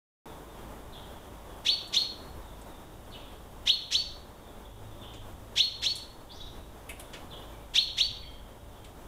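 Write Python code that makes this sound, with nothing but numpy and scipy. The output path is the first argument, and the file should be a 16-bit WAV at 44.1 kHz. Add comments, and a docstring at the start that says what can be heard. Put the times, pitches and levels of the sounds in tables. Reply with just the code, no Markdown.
"""A chaffinch on a bare, wet twig gives four pairs of sharp "pink" calls: in each note its syrinx
starts on a rasp, sweeps up and locks into a clear whistle, shaped by the throat and open beak.
Branches and walls scatter the notes; small birds chirp far off and a few drops tick on the twigs.
Underneath sits a bed of distant traffic, a low engine hum and microphone hiss, with a faint tone
dying away at the start. Loud notes duck the whole mix, which then creeps back up."""
import sys
import numpy as np
from scipy import signal
from scipy.fft import rfft, irfft, next_fast_len
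from scipy.io import wavfile
from scipy.ndimage import uniform_filter1d

SR = 44100
rng = np.random.default_rng(int(sys.argv[2]) if len(sys.argv) > 2 else 0)


def unload_audio(sound):
    """Save the sound as a 16-bit wav file, at the path given as the first command line argument."""
    columns = np.transpose(np.atleast_2d(sound))
    # keep every value between -1 and 1, then stretch to whole-number steps
    steps = np.round(np.clip(columns, -1, 1) * 32767)
    wavfile.write(sys.argv[1], SR, steps.astype(np.int16))


N = 399987
T = np.arange(N) / SR

# chaffinch notes, levels before the throat: flip t/s, held f/Hz, drift/(Hz/s), rasp length/s,
# rasp level/dB, accent level/dB, held level/dB, half-pitch mode/dB re rasp, overtones/dB re rasp
PINK_NOTES = [(1.693, 4500, -1800, 0.049, -22.5, -19.5, -22, 4, -7),
              (1.97, 4304, 298, 0.047, -29, -17.5, -21, 8.5, 1.5),
              (3.702, 4370, -1400, 0.048, -22.5, -11.5, -23, 6.5, -7.5),
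              (3.9536, 4444, 900, 0.048, -23.5, -17.5, -21, 3.5, 1.5),
              (5.606, 4355, -1200, 0.053, -22, -13.5, -21.5, 5, -4),
              (5.8664, 4328, 1500, 0.051, -23, -22.5, -22, 3.5, -1),
              (7.786, 4396, -1800, 0.051, -21, -12.5, -22, 5.5, -5.5),
              (8.012, 4470, 0, 0.046, -20, -16, -20.5, 3.5, -5)]
# tone colour of the throat and open beak: f/Hz, gain/dB
THROAT_EQ = [(1400, -48), (1800, -16.5), (2300, -14.5), (2850, -9.5), (3600, -3.5), (4350, -6.5),
             (4700, -12.5), (5700, -7), (7000, -11.5), (9000, -21.5), (12500, -33), (14500, -56)]
# sizzle of the beak: f/Hz, relative level/dB
SIZZLE_EQ = [(6000, -10), (9000, -2.5), (12500, 2), (13300, -27), (14200, -17)]
# far chirps: t/s, length/s, start f/Hz, middle f/Hz, end f/Hz, level/dB
FAR_CHIRPS = [(0.909, 0.075, 4300, 3410, 3040, -47), (3.102, 0.077, 4300, 3400, 2490, -45),
              (4.635, 0.019, 3600, 3430, 3180, -51), (4.952, 0.067, 3480, 3720, 3680, -57),
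              (5.007, 0.042, 3890, 3360, 2960, -41.5), (6.287, 0.024, 3220, 3460, 4100, -41.5),
              (6.303, 0.023, 3600, 4600, 5200, -46), (6.329, 0.049, 4700, 5650, 6540, -50.5),
              (6.387, 0.04, 3020, 3750, 3890, -41.5), (7.295, 0.06, 4000, 3344, 2870, -44),
              (7.516, 0.03, 2690, 2270, 2250, -57), (8.212, 0.068, 3480, 3190, 3150, -44.5),
              (8.213, 0.03, 2580, 2230, 2100, -49.5)]
# drops: t/s, knock f/Hz, knock width/Hz, knock level/dB, splash f/Hz, splash level/dB,
# thud level/dB, decay/s
DROP_HITS = [(1.875, 3000, 1500, -70, 9000, -49, -75, 0.01), (2.613, 3000, 1500, -70, 7950, -52, -75, 0.01),
             (5.135, 3280, 1500, -50, 6500, -55.5, -50, 0.025),
             (5.953, 3500, 1500, -58, 8900, -40, -72, 0.023),
             (6.891, 2480, 1010, -36, 9850, -41.5, -70, 0.017),
             (6.995, 3220, 1500, -50.5, 10100, -42.5, -63, 0.014),
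             (7.133, 2490, 3180, -41, 7000, -52, -43.5, 0.026),
             (8.843, 3300, 1510, -48.5, 8500, -54, -65, 0.017)]
# distant traffic: f/Hz, relative level/dB
TRAFFIC_EQ = [(15, 1), (26, 5), (45, -8), (75, 1), (100, -5.5), (150, -6), (300, -5.5), (600, -8),
              (950, -9), (1400, -16.5), (2200, -24), (4000, -32.5)]
# swells of the traffic rumble: start t/s, end t/s, rise/dB
RUMBLE_SWELLS = [(2.25, 2.45, 4.5), (4.0, 4.2, 5), (6.35, 6.7, 6), (7.85, 8.4, 5)]
# the engine labours and its octave stands out: start t/s, end t/s, rise/dB
ENGINE_LABOUR = [(4.7, 6.05, 10)]
# blur of very distant birds: f/Hz, relative level/dB
CHORUS_EQ = [(2000, -23), (2800, 15.5), (3450, 18), (3850, 18.5), (4200, -31.5), (6000, -52)]
# microphone hiss: f/Hz, relative level/dB
HISS_EQ = [(1000, 0.55), (4500, -0.46), (9000, 1.0), (15500, -2.5)]

START_S, TOP_HZ = 0.257, 15550  # opening silence, high cut
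LEAD_S, FLIP_S, HOLD_S = 0.06, 0.0027, 0.049  # a note's run-up, flip softness and hold


def chaffinch():
    """The lead bird shifts on its twig, so every note finds other echoes."""
    out = np.zeros(N)
    for flip_at, *note in PINK_NOTES:
        add(out, flip_at - LEAD_S, garden(pink(*note)))
    return out


def pink(held_hz, drift_hz_per_s, rasp_s, rasp_db, accent_db, held_db, half_db, overtone_db,
         jitter=0.108, flutter=0.7, rolloff=1.64, waver_hz=22, second_db=-13.5, third_db=2,
         breath_db=-15, sizzle_db=-44):
    """One note: the syrinx rasps, every other cycle different, then locks into a clear whistle."""
    t = np.arange(-LEAD_S, 2 * HOLD_S, 1 / SR)
    hz = pink_pitch(t, held_hz + drift_hz_per_s * t + waver_hz * band(0, 120, len(t)))
    rasp, accent, held = pink_envelopes(t, rasp_s, rasp_db, accent_db, held_db)
    half = undb(half_db) * half_pitch_flare(t)
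    bloom = held * step(t - 0.0065, FLIP_S)  # the whistle's harmonics open just after the flip
    whistle = {1: accent + held, 2: undb(second_db) * bloom, 3: undb(third_db) * bloom}
    rough = np.clip(-t / rasp_s, 0.085, 1)  # the voice clears as it climbs
    scratch = jitter * rough * undb(overtone_db / 2) * band(0, 1360, len(t))
    phase = 2 * np.pi * np.cumsum(hz * (1 + scratch)) / SR
    voice = 0
    for k in np.arange(2, 13) / 2:  # harmonics, with the half-pitch mode in between
        grit = rasp * (half if k % 1 else 1)
        if k >= 2:
            grit = grit * undb(overtone_db) * (2 / k) ** rolloff
        shake = 1 + flutter * rough * band(0, 1500, len(t))
        throat = response(THROAT_EQ, k * hz) * (k * hz < TOP_HZ)
        voice += (grit + whistle.get(k, 0)) * shake * throat * np.sin(k * phase)
    # turbulence at the syrinx passes through the same throat; a thin sizzle rides on the sweep
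    breath = undb(breath_db + overtone_db) * rough * (rasp + accent + held) * coloured(THROAT_EQ, len(t))
    sizzle = undb(sizzle_db + overtone_db / 4) * np.sqrt(rasp + accent) * coloured(SIZZLE_EQ, len(t))
    return np.sqrt(2) * (voice + breath + sizzle)


def pink_pitch(t, held_hz, climb_to_hz=3200, climb_hz_per_s=36000, flip_hz=756, knee_hz=137):
    """The pitch climbs, flips into the upper register at t = 0 and rounds off into the held pitch."""
    sweep = climb_to_hz + climb_hz_per_s * t + flip_hz * step(t, FLIP_S)
    return held_hz - knee_hz * np.logaddexp(0, (held_hz - sweep) / knee_hz)


def pink_envelopes(t, rasp_s, rasp_db, accent_db, held_db,
                   attack_s=0.037, accent_s=0.008, release_db_per_s=480):
    """The rasp swells, the flip gets an accent, the whistle is held and let go."""
    flipped = step(t, FLIP_S)
    rasp = undb(rasp_db) * np.clip((t + rasp_s) / attack_s, 0, 1) ** 0.74 * (1 - flipped)
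    accent = undb(accent_db) * np.exp(-(t / accent_s) ** 2)
    held = undb(held_db - release_db_per_s * np.maximum(t - HOLD_S, 0)) * flipped
    return rasp, accent, held


def half_pitch_flare(t, lead_s=0.025, width_s=0.0078, steady_share=0.17):
    """The syrinx's half-pitch mode runs through the rasp and flares shortly before the flip."""
    flare = np.exp(-((t + lead_s) / width_s) ** 2)
    return steady_share * (1 - step(t, FLIP_S)) + (1 - steady_share) * flare


def garden(x, twigs_db=-8, walls_db=-6, trees_db=-19, damp_hz=8000):
    """Direct sound, quick scatter from the branches, and a tail from walls and further trees."""
    twigs = undb(twigs_db) * echoes(0.047, 0.0057)
    walls = undb(walls_db) * echoes(0.52, 0.0037)
    trees = undb(trees_db) * echoes(0.5, 0.092)
    path = signal.sosfilt(signal.butter(1, damp_hz, fs=SR, output="sos"), twigs + walls + trees)
    path[0] += 1  # direct sound
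    return signal.fftconvolve(x, path)


def far_birds(faint_db=-62, count=22):
    """Birds in the neighbouring trees, and fainter ones calling at random beyond them."""
    out = np.zeros(N)
    for start, length, *pitches, db in FAR_CHIRPS:
        add(out, start, undb(db) * far_chirp(length, pitches))
    for slot, (offset, pitch) in enumerate(rng.random((count, 2))):
        start = (slot + offset) / count * T[-1]
        hz = 3250 + 400 * pitch
        add(out, start, undb(faint_db) * far_chirp(0.19, [hz + 300, hz, hz - 400]))
    return out


def far_chirp(length_s, pitches, buzz=0.184, wood_db=-1):
    """A slurred whistle, buzzier the wider it sweeps, heard only as scatter and woodland echo."""
    progress = np.linspace(0, 1, int(length_s * SR))
    glide = np.interp(progress, np.linspace(0, 1, len(pitches)), pitches)
    hz = glide + buzz * np.ptp(pitches) * band(0, 830, len(progress))
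    whistle = np.sin(np.pi * progress) * np.sin(2 * np.pi * np.cumsum(hz) / SR)
    path = echoes(0.14, 0.003, sparseness=1) + undb(wood_db) * echoes(0.75, 0.04, sparseness=1)
    return signal.fftconvolve(whistle, path)


def drops(attack_s=0.0014, splash_width_hz=4600, thud_hz=350, thud_width_hz=400):
    """Each drop knocks on a twig, with a low thud, and bursts into a short bright spray."""
    out = np.zeros(N)
    t = np.arange(SR // 5) / SR
    for start, knock_hz, knock_width_hz, knock_db, splash_hz, splash_db, thud_db, decay_s in DROP_HITS:
        knock = undb(knock_db) * band(knock_hz, knock_width_hz, len(t))
        splash = undb(splash_db) * band(splash_hz, splash_width_hz, len(t))
        thud = undb(thud_db) * band(thud_hz, thud_width_hz, len(t))
        envelope = (1 - np.exp(-t / attack_s)) * np.exp(-t / decay_s)
        add(out, start, garden((knock + splash + thud) * envelope))
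    return out


def traffic(crossover_hz=150, rumble_db=-51, swing_db=1.1, wash_db=-48.5, flicker_db=1.32):
    """Traffic beyond the garden: a swelling rumble under a flickering wash that recedes a little."""
    roar = coloured(TRAFFIC_EQ)
    lows = signal.sosfiltfilt(signal.butter(3, crossover_hz, fs=SR, output="sos"), roar)
    rumble = unit(lows) * undb(rumble_db + swells(RUMBLE_SWELLS) + swing_db * band(0, 8))
    recede_db = 2 * step(T - 2.4, width_s=0.38)
    wash = unit(roar - lows) * undb(wash_db - recede_db + flicker_db * band(0, 15))
    return rumble + wash


def engine(hz=52, wander=0.0278, hum_db=-51.5, octave_db=-61, swing_db=3, whine_hz=580, whine_db=-65):
    """A distant engine: an unsteady low hum, an octave that lifts as it labours, and a thin whine."""
    phase = 2 * np.pi * np.cumsum(hz * (1 + wander * band(0, 12))) / SR
    hum = undb(hum_db + swing_db * band(0, 4.7)) * np.sin(phase)
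    octave = undb(octave_db + swells(ENGINE_LABOUR) + swing_db * band(0, 4.7)) * np.sin(2 * phase)
    return hum + octave + undb(whine_db) * band(whine_hz, 15)


def fading_tone(hz=441, waver_hz=4.5, db=-52, fade_db_per_s=42):
    """A faint, low tone that is already dying away as the sound sets in."""
    phase = 2 * np.pi * np.cumsum(hz + waver_hz * band(0, 29)) / SR
    return undb(db - fade_db_per_s * np.maximum(T - START_S, 0)) * np.sin(phase)


def bird_chorus(db=-67, swing_db=0.6):
    """Very distant birds blur into one soft shimmer."""
    return coloured(CHORUS_EQ) * undb(db + swing_db * band(0, 29))


def microphone_hiss(db=-63.5):
    """The microphone's own steady, nearly white noise floor."""
    return coloured(HISS_EQ) * undb(db)


def gain_control(x, threshold_db=-21, recovery_db_per_s=2):
    """A 2:1 compressor: loud notes duck the gain at once, and it creeps back over a few seconds."""
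    power = uniform_filter1d(x ** 2, SR // 100)
    level_db = 10 * np.log10(np.abs(power) + 1e-12)
    cut_db = np.maximum(level_db - threshold_db, 0) / 2
    recovery_db = recovery_db_per_s * T
    return x * undb(recovery_db - np.maximum.accumulate(cut_db + recovery_db))


def echoes(t60_s, build_s, sparseness=3):
    """Reflections of unit energy that build and die away; when sparse, a few strong ones stand out."""
    t = np.arange(SR) / SR
    chance = rng.standard_normal(SR)
    envelope = undb(-60 * t / t60_s) * (1 - np.exp(-(t / build_s) ** 2))
    taps = np.sign(chance) * np.abs(chance) ** sparseness * envelope
    return taps / np.linalg.norm(taps)


def band(hz, width_hz, size=N):
    """Noise in one steep resonance; centred on zero it is a random wobble."""
    return shaped_noise(lambda f: 1 / (1 + (2 * (f - hz) / width_hz) ** 2), size)


def coloured(eq, size=N):
    """Noise through an EQ curve."""
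    return shaped_noise(lambda f: response(eq, f), size)


def shaped_noise(gain_at, size):
    """Noise of unit rms, its spectrum shaped by a function of frequency."""
    padded = next_fast_len(size, True)
    spectrum = rfft(rng.standard_normal(padded)) * gain_at(np.fft.rfftfreq(padded, 1 / SR))
    return unit(irfft(spectrum, padded)[:size])


def response(eq, hz):
    """Gain of an EQ curve (f/Hz, level/dB) at the given frequencies."""
    f, db = np.transpose(eq)
    return undb(np.interp(np.log(hz + 1), np.log(f), db))


def swells(table, edge_s=0.037):
    """A fader ride in dB from rows of start t/s, end t/s, rise/dB."""
    return sum(db * step(T - start, edge_s) * step(end - T, edge_s) for start, end, db in table)


def step(t, width_s):
    """A smooth fade from 0 to 1 around t = 0."""
    return (1 + np.tanh(t / width_s / 2)) / 2


def undb(db):
    """Decibels to gain."""
    return 10 ** (np.asarray(db) / 20)


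def unit(x):
    """Scale to an rms of one."""
    return x / np.sqrt(np.mean(x ** 2))


def add(out, start_s, x):
    """Mix x into out from start_s on."""
    i = int(start_s * SR)
    out[i:i + len(x)] += x[:len(out) - i]


def scene():
    """The mono mix: chaffinch up front, far birds and drops behind it, the bed underneath."""
    events = chaffinch() + far_birds() + drops()
    bed = traffic() + bird_chorus() + microphone_hiss() + engine() + fading_tone()
    return (events + bed)[None]


def record(dry):
    """The mix cuts in after a short silence, then passes the compressor and a steep high cut."""
    compressed = gain_control(dry[0] * (T >= START_S))
    high_cut = signal.ellip(12, 0.1, 90, TOP_HZ, fs=SR, output="sos")
    return signal.sosfilt(high_cut, compressed)[None]


dry = scene()
out = record(dry)
unload_audio(out)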